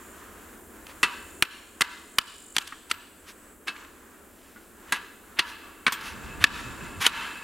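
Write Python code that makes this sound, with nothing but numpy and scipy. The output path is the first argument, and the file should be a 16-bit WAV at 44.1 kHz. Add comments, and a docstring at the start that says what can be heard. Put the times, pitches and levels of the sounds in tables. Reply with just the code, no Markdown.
"""A garden: a long wooden board rams stony soil around a steel fence post, about twice a second with a pause.
The board knocks and grinds, stones crack, soil crunches, and each blow jolts the wire mesh on the post.
Behind lie a distant rumble, leaves in a breeze and grasshoppers; one late gust reaches the microphone.
The hardest blow turns a limiter's gain down, and it creeps back."""
import sys
import numpy as np
from scipy import signal
from scipy.fft import rfft, irfft, next_fast_len
from scipy.io import wavfile

SR = 44100
rng = np.random.default_rng(int(sys.argv[2]) if len(sys.argv) > 2 else 0)


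def file_out(sig):
    """Save sig as 16-bit WAV at sys.argv[1]."""
    # one column per channel
    cols = np.atleast_2d(sig).T
    # limit, then scale
    lim = np.clip(cols, -1, 1)
    pcm = np.round(lim * 32767).astype(np.int16)
    wavfile.write(sys.argv[1], SR, pcm)


N = 327663
TIME = np.arange(N) / SR

# Spectra of far rumble, leaves, high hiss, wind on the microphone: freq_hz, relative_density_db
RUMBLE_SPECTRUM = [(20, -4.5), (45, -3.5), (85, -1), (120, -16.5), (165, -9), (220, -1.5), (330, -0.5),
                   (420, -3), (520, -8), (700, -10.5), (900, -14), (1400, -33)]
LEAF_SPECTRUM = [(500, -16), (780, -15.5), (1000, -2), (1300, -1.5), (1650, -1.5), (2100, -9.5),
                 (2800, -11.5), (3800, -17.5), (5200, -21), (8000, -14.5)]
HISS_SPECTRUM = [(3000, -22), (5400, -13), (6500, 1), (7500, 5.5), (9500, 7.5), (12000, 4.5), (13800, 7.5),
                 (16000, 3)]
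WIND_SPECTRUM = [(20, -23), (55, 4), (100, -3.5), (160, -2.5), (240, -0.5), (400, -22), (800, -24)]
# Eddies at the microphone: centre_s, level_db, pitch_hz
EDDIES = [(6.125, -44.5, 72), (6.26, -41, 62), (6.43, -34, 94), (6.675, -38, 120), (6.985, -36, 94)]
# Grasshopper phrases: start_s, rise_s, end_s, level_db, resonance_hz, width_hz, throb_fraction
PHRASES = [(-.1, 0.12, 0.13, -59, 7160, 280, 0), (.9, 0.18, 2.8, -55, 7100, 700, 0.3),
           (1.9, 0.52, 2.6, -48, 7400, 900, 0.73), (2.3, .1, 2.6, -54.5, 7300, 200, 0.7),
           (2.1, 0.4, 3.53, -57.5, 7900, 470, 0), (5.8, 0.84, 7.6, -54, 7290, 248, 0.32)]
# High pings after some blows: start_s, level_db, t60_s
PINGS = [(1.425, -43, .3), (1.819, -50, .35), (2.186, -51, .3), (2.584, -48, .3), (2.914, -41, .3),
         (5.922, -30, 0.13)]
# Modes of mesh and post: pitch_hz, jolted_db, shaken_db, t60_s
MESH_MODES = [(903, -15.5, -3.5, 0.11), (968, -3, -6, 0.12), (1098, -6, -5.5, 0.12), (1172, -4.5, -2, 0.1),
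              (1326, -3, -2, 0.029), (1378, -6, -4.5, 0.086), (1543, -1, -4, 0.05), (1661, -3, 0.5, 0.1),
              (1728, -2.5, -4, 0.092), (2040, -11.5, -6, 0.02), (2210, -15, -10, 0.071),
              (2450, -16, -20, 0.13), (2590, -8.5, -1, 0.1), (2670, -7.5, -1.5, 0.066),
              (2950, -6, -11, 0.027), (3120, -16, -17, 0.11), (3671, -28, -25, .08), (4700, -33, -17.5, .1)]
# Leaning on the post: start_s, level_db
LEANS = [(5.45, -46), (5.95, -42), (6.2, -46.5), (6.52, -42.5), (6.78, -43), (7.08, -34.5)]
# Boots and board scuffing soil: centre_s, half_width_s, level_db, fine_relative_db
SCUFFS = [(0.869, 0.0026, -39.5, -5), (.9, .03, -47, -7), (1.425, .0015, -23, 9), (2.557, 0.011, -39, -2),
          (2.619, .014, -37, -4), (2.677, 0.0055, -35.5, 1.5), (2.906, .012, -34, -2),
          (3.294, 0.033, -42.5, -2.5), (3.678, 0.0086, -28.5, -7.5), (3.766, 0.0074, -38, -11),
          (3.85, 0.0011, -30.5, -15), (4.5, .3, -57, -4), (4.895, 0.021, -48, -11),
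          (4.953, 0.033, -32, -11), (5.383, 0.019, -37.5, -16), (5.49, .05, -44, -3),
          (6.013, .004, -37, -5.5), (6.072, 0.079, -39, -4.5), (6.424, 0.023, -31, -10.5),
          (6.58, .07, -42, -6), (7.023, 0.02, -25, -5.5), (7.062, 0.031, -21, -8), (7.226, 0.14, -38, -11)]
# Board end on stone: start_s, peak_db, pitch_hz, splinter_relative_db
STONE_SNAPS = [(1.0303, -8, 7700, -28), (1.4245, 7, 2770, -3.5), (1.811, -4, 6000, -12),
               (1.8184, 3, 3385, -6), (2.1864, 6.5, 4100, -5), (2.5656, -4, 3460, -6.5),
               (2.5851, -9, 3980, -3), (4.9239, -10.5, 7550, 0), (5.3929, 0.5, 2800, -12),
               (6.4408, 4.5, 3840, -6), (7.0662, -5.5, 3900, -3.5)]
# Board on ground or post: start_s, level_db, t60_s, bite_db, grit_db, low_hz, low_db, high_hz, high_db
# (low, high: two resonances; later levels relative to level_db)
BLOWS = [(1.0304, -14.5, 0.081, -1.5, -10, 1950, -3, 2663, 3.5),
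         (1.4249, -12, 0.036, -5, -7.5, 1300, -5, 2460, -1),
         (1.808, -10.5, 0.04, -6, -6, 1435, -2.5, 2060, -7),
         (1.8196, -5, 0.013, -2, -6, 1840, -15, 2000, -1), (2.1839, -13, 0.015, 5, 0, 1176, 6.5, 1900, 7),
         (2.1867, -6, 0.014, -4, -6, 1300, 2, 3020, 5), (2.565, -8.5, 0.018, 0.5, -3, 1260, -2, 2400, -4),
         (2.5827, -9, 0.013, 5, -1.5, 1730, -17, 2990, 0),
         (2.723, -25, 0.034, -22, -23, 1426, -5, 1860, -2), (2.9124, -12, .021, 5, -1, 1350, -2, 2030, 4.5),
         (3.6802, -24, 0.085, 0.5, -12, 1640, 2.5, 2620, 5), (4.56, -47, .12, -14, -24, 1450, 9, 1990, -2),
         (4.922, -16.5, 0.077, -3, -6.5, 1642, 3.5, 1995, 1),
         (5.3878, -17.5, 0.056, -1.5, -25, 1900, -4, 2045, 4),
         (5.392, -15, 0.043, 5, -9, 1880, -11, 2845, 3.5),
         (5.8652, -12, 0.053, -2.5, -15.5, 1510, 0, 2260, 3.5),
         (5.879, -9, 0.024, -14, -19.5, 1530, 5, 1930, -12), (5.922, -27, 0.086, 1, 0, 1128, 1, 3280, 2),
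         (6.4408, -6, .022, 3.5, -7.5, 1740, 8, 2650, -3),
         (7.0644, -7.5, 0.023, 1.5, -3.5, 1360, -1, 3085, 3.5)]


def from_db(db):
    """Decibels to gain."""
    return 10 ** (np.asarray(db) / 20)


def unit_rms(x):
    """Scale to rms 1."""
    return x / np.sqrt(np.mean(x ** 2) + 1e-20)


def band(x, low_hz, high_hz, order=2):
    """Causal band-pass."""
    sos = signal.butter(order, [low_hz, min(high_hz, .45 * SR)], "band", fs=SR, output="sos")
    return signal.sosfilt(sos, x + 1e-18)


def resonate(x, hz, width_hz):
    """Two-pole resonance, peak gain 1."""
    r = np.exp(-np.pi * width_hz / SR)
    poles = [1, -2 * r * np.cos(2 * np.pi * hz / SR), r * r]
    return signal.lfilter(np.array([1, 0, -1]) * (1 - r * r) / 2, poles, x + 1e-18)


def decay(t, t60_s):
    """Fall of 60 dB per t60_s."""
    return np.exp(-np.log(1000) * t / t60_s)


def swell(start_s, rise_s, end_s, t60_s):
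    """Envelope: rise, hold until end_s, decay."""
    return np.clip((TIME - start_s) / rise_s, 0, 1) * decay(np.maximum(TIME - end_s, 0), t60_s)


def add(track, start_s, sound):
    """Mix a sound into a track."""
    start = int(start_s * SR)
    track[start:start + len(sound)] += sound[:N - start]


def drift(rate_hz):
    """Slow random curve, rms 1."""
    knots = rng.standard_normal(200)
    return unit_rms(np.interp(TIME * rate_hz, np.arange(len(knots)), knots))


def grains(per_s, spread_db):
    """Random clicks of uneven size and sign."""
    sizes = from_db(spread_db * np.minimum(rng.exponential(1, N), 4)) * rng.choice([-1, 1], N)
    return sizes * (rng.random(N) < per_s / SR)


def stereo_noise(spectrum, correlation):
    """Coloured noise, rms 1."""
    hz, db = np.transpose(spectrum)
    size = next_fast_len(N)
    bins_hz = np.arange(size // 2 + 1) * SR / size
    gain = from_db(np.interp(np.log(bins_hz + 1), np.log(hz), db, left=-60, right=-80))
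    mid, side = irfft(rfft(rng.standard_normal((2, size))) * gain, size)[:, :N]
    return unit_rms(np.sqrt(1 + correlation) * mid + np.sqrt(1 - correlation) * side * [[1], [-1]])


def garden_air(gust, lift_db=6):
    """Far rumble, fluttering leaves and high hiss, lifted by the gust."""
    rumble = from_db(-50.5 + lift_db * gust) * stereo_noise(RUMBLE_SPECTRUM, 0.88)
    leaves = from_db(-53 + lift_db * gust + 2.4 * drift(9.2)) * stereo_noise(LEAF_SPECTRUM, 0.76)
    hiss = from_db(-56.5 + .6 * gust) * stereo_noise(HISS_SPECTRUM, 1.0)
    return rumble + leaves + hiss


def microphone_wind(gust, eddy_s=0.021):
    """The gust rumbles on the ports, harder on the right; eddies rock the diaphragms out of step."""
    out = gust * from_db(-44.5 + 2.0 * drift(22)) * stereo_noise(WIND_SPECTRUM, .55)
    for centre_s, db, hz in EDDIES:
        phase = rng.uniform(0, 2 * np.pi) + rng.normal(0, 0.73, (2, 1))
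        envelope = from_db(db) * np.exp(-((TIME - centre_s) / eddy_s) ** 2)
        out += envelope * np.sin(2 * np.pi * hz * TIME + phase)
    return out * from_db([[-1.1], [1.1]])


def wing_rasp(hz, width_hz, upper_db):
    """A leg's teeth scrape a wing with two resonances."""
    teeth = rng.standard_normal(N)
    wing = resonate(teeth, hz, width_hz) + from_db(upper_db) * resonate(teeth, 1.194 * hz, 1200)
    return unit_rms(band(wing, 7340, 10500))


def grasshoppers(strokes_per_s=49.3, chorus_db=-65):
    """A far chorus and single phrases, some throbbing with each leg stroke."""
    strokes = unit_rms(.1 + np.sin(np.pi * strokes_per_s * TIME) ** 4)
    out = from_db(chorus_db) * wing_rasp(hz=7440, width_hz=400, upper_db=-13)
    for start_s, rise_s, end_s, db, hz, width_hz, throb in PHRASES:
        envelope = from_db(db) * swell(start_s, rise_s, end_s, t60_s=.4)
        pulsing = 1 + throb * (strokes - 1)
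        out += envelope * pulsing * wing_rasp(hz, width_hz, upper_db=-12.5)
    return out


def echoes(x, wall_s=.0285, wall_spread_s=0.0049, house_s=0.083):
    """A rough near reflection, stereo scatter from trees, a later wash from the house."""
    t = TIME[:SR // 2]
    wall = band(rng.standard_normal(len(t)), 700, 8000, order=1)
    wall *= np.exp(-((t - wall_s) / wall_spread_s) ** 2)
    mid, side = band(rng.standard_normal((2, len(t))), 942, 5300) * decay(t, t60_s=1.0)
    trees = mid + side * [[1], [-1]]
    house = band(rng.standard_normal(len(t)), 1530, 8000, order=1) * (t > house_s) * decay(t, t60_s=0.83)
    response = (from_db(-28) * wall / np.linalg.norm(wall)
                + from_db(-30) * trees / np.linalg.norm(trees[0])
                + from_db(-27.5) * house / np.linalg.norm(house))
    return signal.fftconvolve(x[None], response, axes=1)[:, :N]


def ground_reflection(x, delay_s=.0012, level_db=-22):
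    """A bounce off the ground, opposite in sign left and right."""
    delayed = np.interp(TIME - delay_s, TIME, x)
    return from_db(level_db) * band(delayed, 150, 8060, order=1) * [[1], [-1]]


def pings(pitch_hz=13577):
    """A faint, very high ring after some blows."""
    out, t = np.zeros(N), TIME[:SR // 2]
    for start_s, db, t60_s in PINGS:
        add(out, start_s, from_db(db) * np.sin(2 * np.pi * pitch_hz * t) * decay(t, t60_s))
    return out


def fence(jangle_t60_s=0.6, lean_rise_s=0.063, lean_t60_s=1.82, strike_db=3, chatter_db=-8):
    """Blows and leaning ring the mesh's modes and set the wires chattering against their clamps."""
    jolt_power, strikes, out = np.zeros((3, N))
    for start_s, db, contact_t60_s, *_ in BLOWS:
        jolt = from_db(db + 6) * contact_t60_s  # strength times duration
        add(jolt_power, start_s, (jolt * decay(TIME[:SR], jangle_t60_s)) ** 2)
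        add(strikes, start_s, jolt * from_db([strike_db]))
    jolts = np.sqrt(jolt_power)
    leans = [from_db(db) * swell(s, lean_rise_s, s + lean_rise_s, lean_t60_s) for s, db in LEANS]
    shake = np.linalg.norm(leans, axis=0)
    mode_norm = np.linalg.norm(from_db(np.array(MESH_MODES)[:, 1]))
    for hz, jolted_db, shaken_db, t60_s in MESH_MODES:
        width_hz = np.log(1000) / (np.pi * t60_s)
        makeup = np.sqrt(SR / (np.pi * width_hz))  # a narrow mode passes little of a click
        motion = np.hypot(from_db(jolted_db) * jolts, from_db(shaken_db) * shake)
        taps = unit_rms(grains(per_s=500, spread_db=1.5)) * motion
        drive = taps * makeup + from_db(jolted_db) * strikes * makeup ** 2 / 2
        out += resonate(drive, hz, width_hz) / mode_norm
    chatter = unit_rms(band(grains(per_s=2500, spread_db=2.0), 820, 4230, order=3))
    return out + from_db(chatter_db) * np.hypot(shake, jolts) * chatter


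def soil(dust_db=-4):
    """Crumbs break in dense clicks under each scuff: coarse ones lower, fine ones higher."""
    coarse, fine = np.zeros((2, N))
    for centre_s, half_width_s, db, fine_db in SCUFFS:
        push = from_db(db) * np.exp(-2 * np.minimum(((TIME - centre_s) / half_width_s) ** 2, 20))
        coarse += push
        fine += from_db(fine_db) * push
    crumbs = grains(per_s=6000, spread_db=2.5)
    sand = unit_rms(band(crumbs, 3960, 6600)) + from_db(dust_db) * unit_rms(band(crumbs, 8000, 11800))
    return coarse * unit_rms(band(crumbs, 930, 3350, order=3)) + fine * sand


def stones(width_ratio=0.64, push_db=-27):
    """A hard contact: one heavily damped click, a bright splinter above, a dull push below."""
    out, click = np.zeros(N), signal.unit_impulse(SR // 20)
    push = band(click, 24.7, 220, order=1)
    splinter = band(resonate(click, hz=10500, width_hz=3500), 4070, 13320, order=1)
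    for start_s, db, hz, splinter_db in STONE_SNAPS:
        snap = band(resonate(click, hz, hz * width_ratio), 740, 1.21 * hz, order=1)
        contact = snap / np.abs(snap).max() + from_db(push_db) * push / push.max()
        add(out, start_s, from_db(db) * contact)
        add(out, start_s, from_db(db + splinter_db) * splinter / np.abs(splinter).max())
    return out


def board(rise_s=0.00074, thud_db=-14, ring_db=-2, ring_t60_ratio=1.2):
    """Each blow is a dying burst of grinding in four bands; where it lands sets the two resonances."""
    out, t = np.zeros(N), TIME[:SR // 4]
    bands_hz = [(150, 470), (1000, 2320), (2050, 4410), (5200, 10100)]
    for start_s, level_db, t60_s, bite_db, grit_db, low_hz, low_db, high_hz, high_db in BLOWS:
        onset = 1 - np.exp(-t / rise_s)
        envelope = onset * decay(t, t60_s)
        envelope_rms = np.sqrt(np.mean(envelope ** 2))
        for (bottom_hz, top_hz), db in zip(bands_hz, (thud_db, 0, bite_db, grit_db)):
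            slips = unit_rms(band(rng.standard_normal(len(t)), bottom_hz, top_hz))
            grind = np.tanh(2 * slips)  # the sharpest slips saturate
            burst = unit_rms(band(grind * envelope, bottom_hz * 0.8, top_hz * 1.25))
            add(out, start_s, from_db(level_db + db) * burst * envelope_rms)
        for hz, db in ((low_hz, low_db), (high_hz, high_db)):
            ring = np.sin(2 * np.pi * hz * t) * onset * decay(t, t60_s * ring_t60_ratio)
            add(out, start_s, from_db(level_db + db + ring_db) * ring)
    return out


def reduction_db(level_db, threshold_db, release_db_per_s, attack_s):
    """Excess over the threshold, taken up quickly and released at a steady rate."""
    excess_db = np.maximum(level_db - threshold_db, 0)
    ramp_db = release_db_per_s * TIME
    held_db = np.maximum.accumulate(excess_db + ramp_db) - ramp_db
    pole = np.exp(-1 / (attack_s * SR))
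    return signal.lfilter([1 - pole], [1, -pole], held_db)


def scene():
    """The work at the post, its reflections and the garden."""
    work = board() + stones() + soil() + fence() + pings()
    reflections = ground_reflection(work) + echoes(work)
    gust = swell(start_s=5.954, rise_s=0.26, end_s=6.83, t60_s=3)
    return work + reflections + garden_air(gust) + microphone_wind(gust) + grasshoppers()


def record(dry, duck_slope=0.37, cutoff_hz=16200):
    """Slow-release limiter, brief ducking on loud blows, clipping, low-pass."""
    peak_db = 20 * np.log10(np.abs(dry).max(0) + 1e-9)
    limit_db = reduction_db(peak_db, threshold_db=2.5, release_db_per_s=1.05, attack_s=.0001)
    limited = dry * from_db(-limit_db)
    level_db = 10 * np.log10(signal.lfilter([.01], [1, -.99], limited.mean(0) ** 2) + 1e-12)
    excess_db = reduction_db(level_db, threshold_db=-21.5, release_db_per_s=168, attack_s=0.026)
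    ducked = limited * from_db(-duck_slope * excess_db)
    low_pass = signal.ellip(10, .1, 70, cutoff_hz, fs=SR, output="sos")
    return signal.sosfilt(low_pass, np.clip(ducked, -1, 1))


dry = scene()
out = record(dry)
file_out(out)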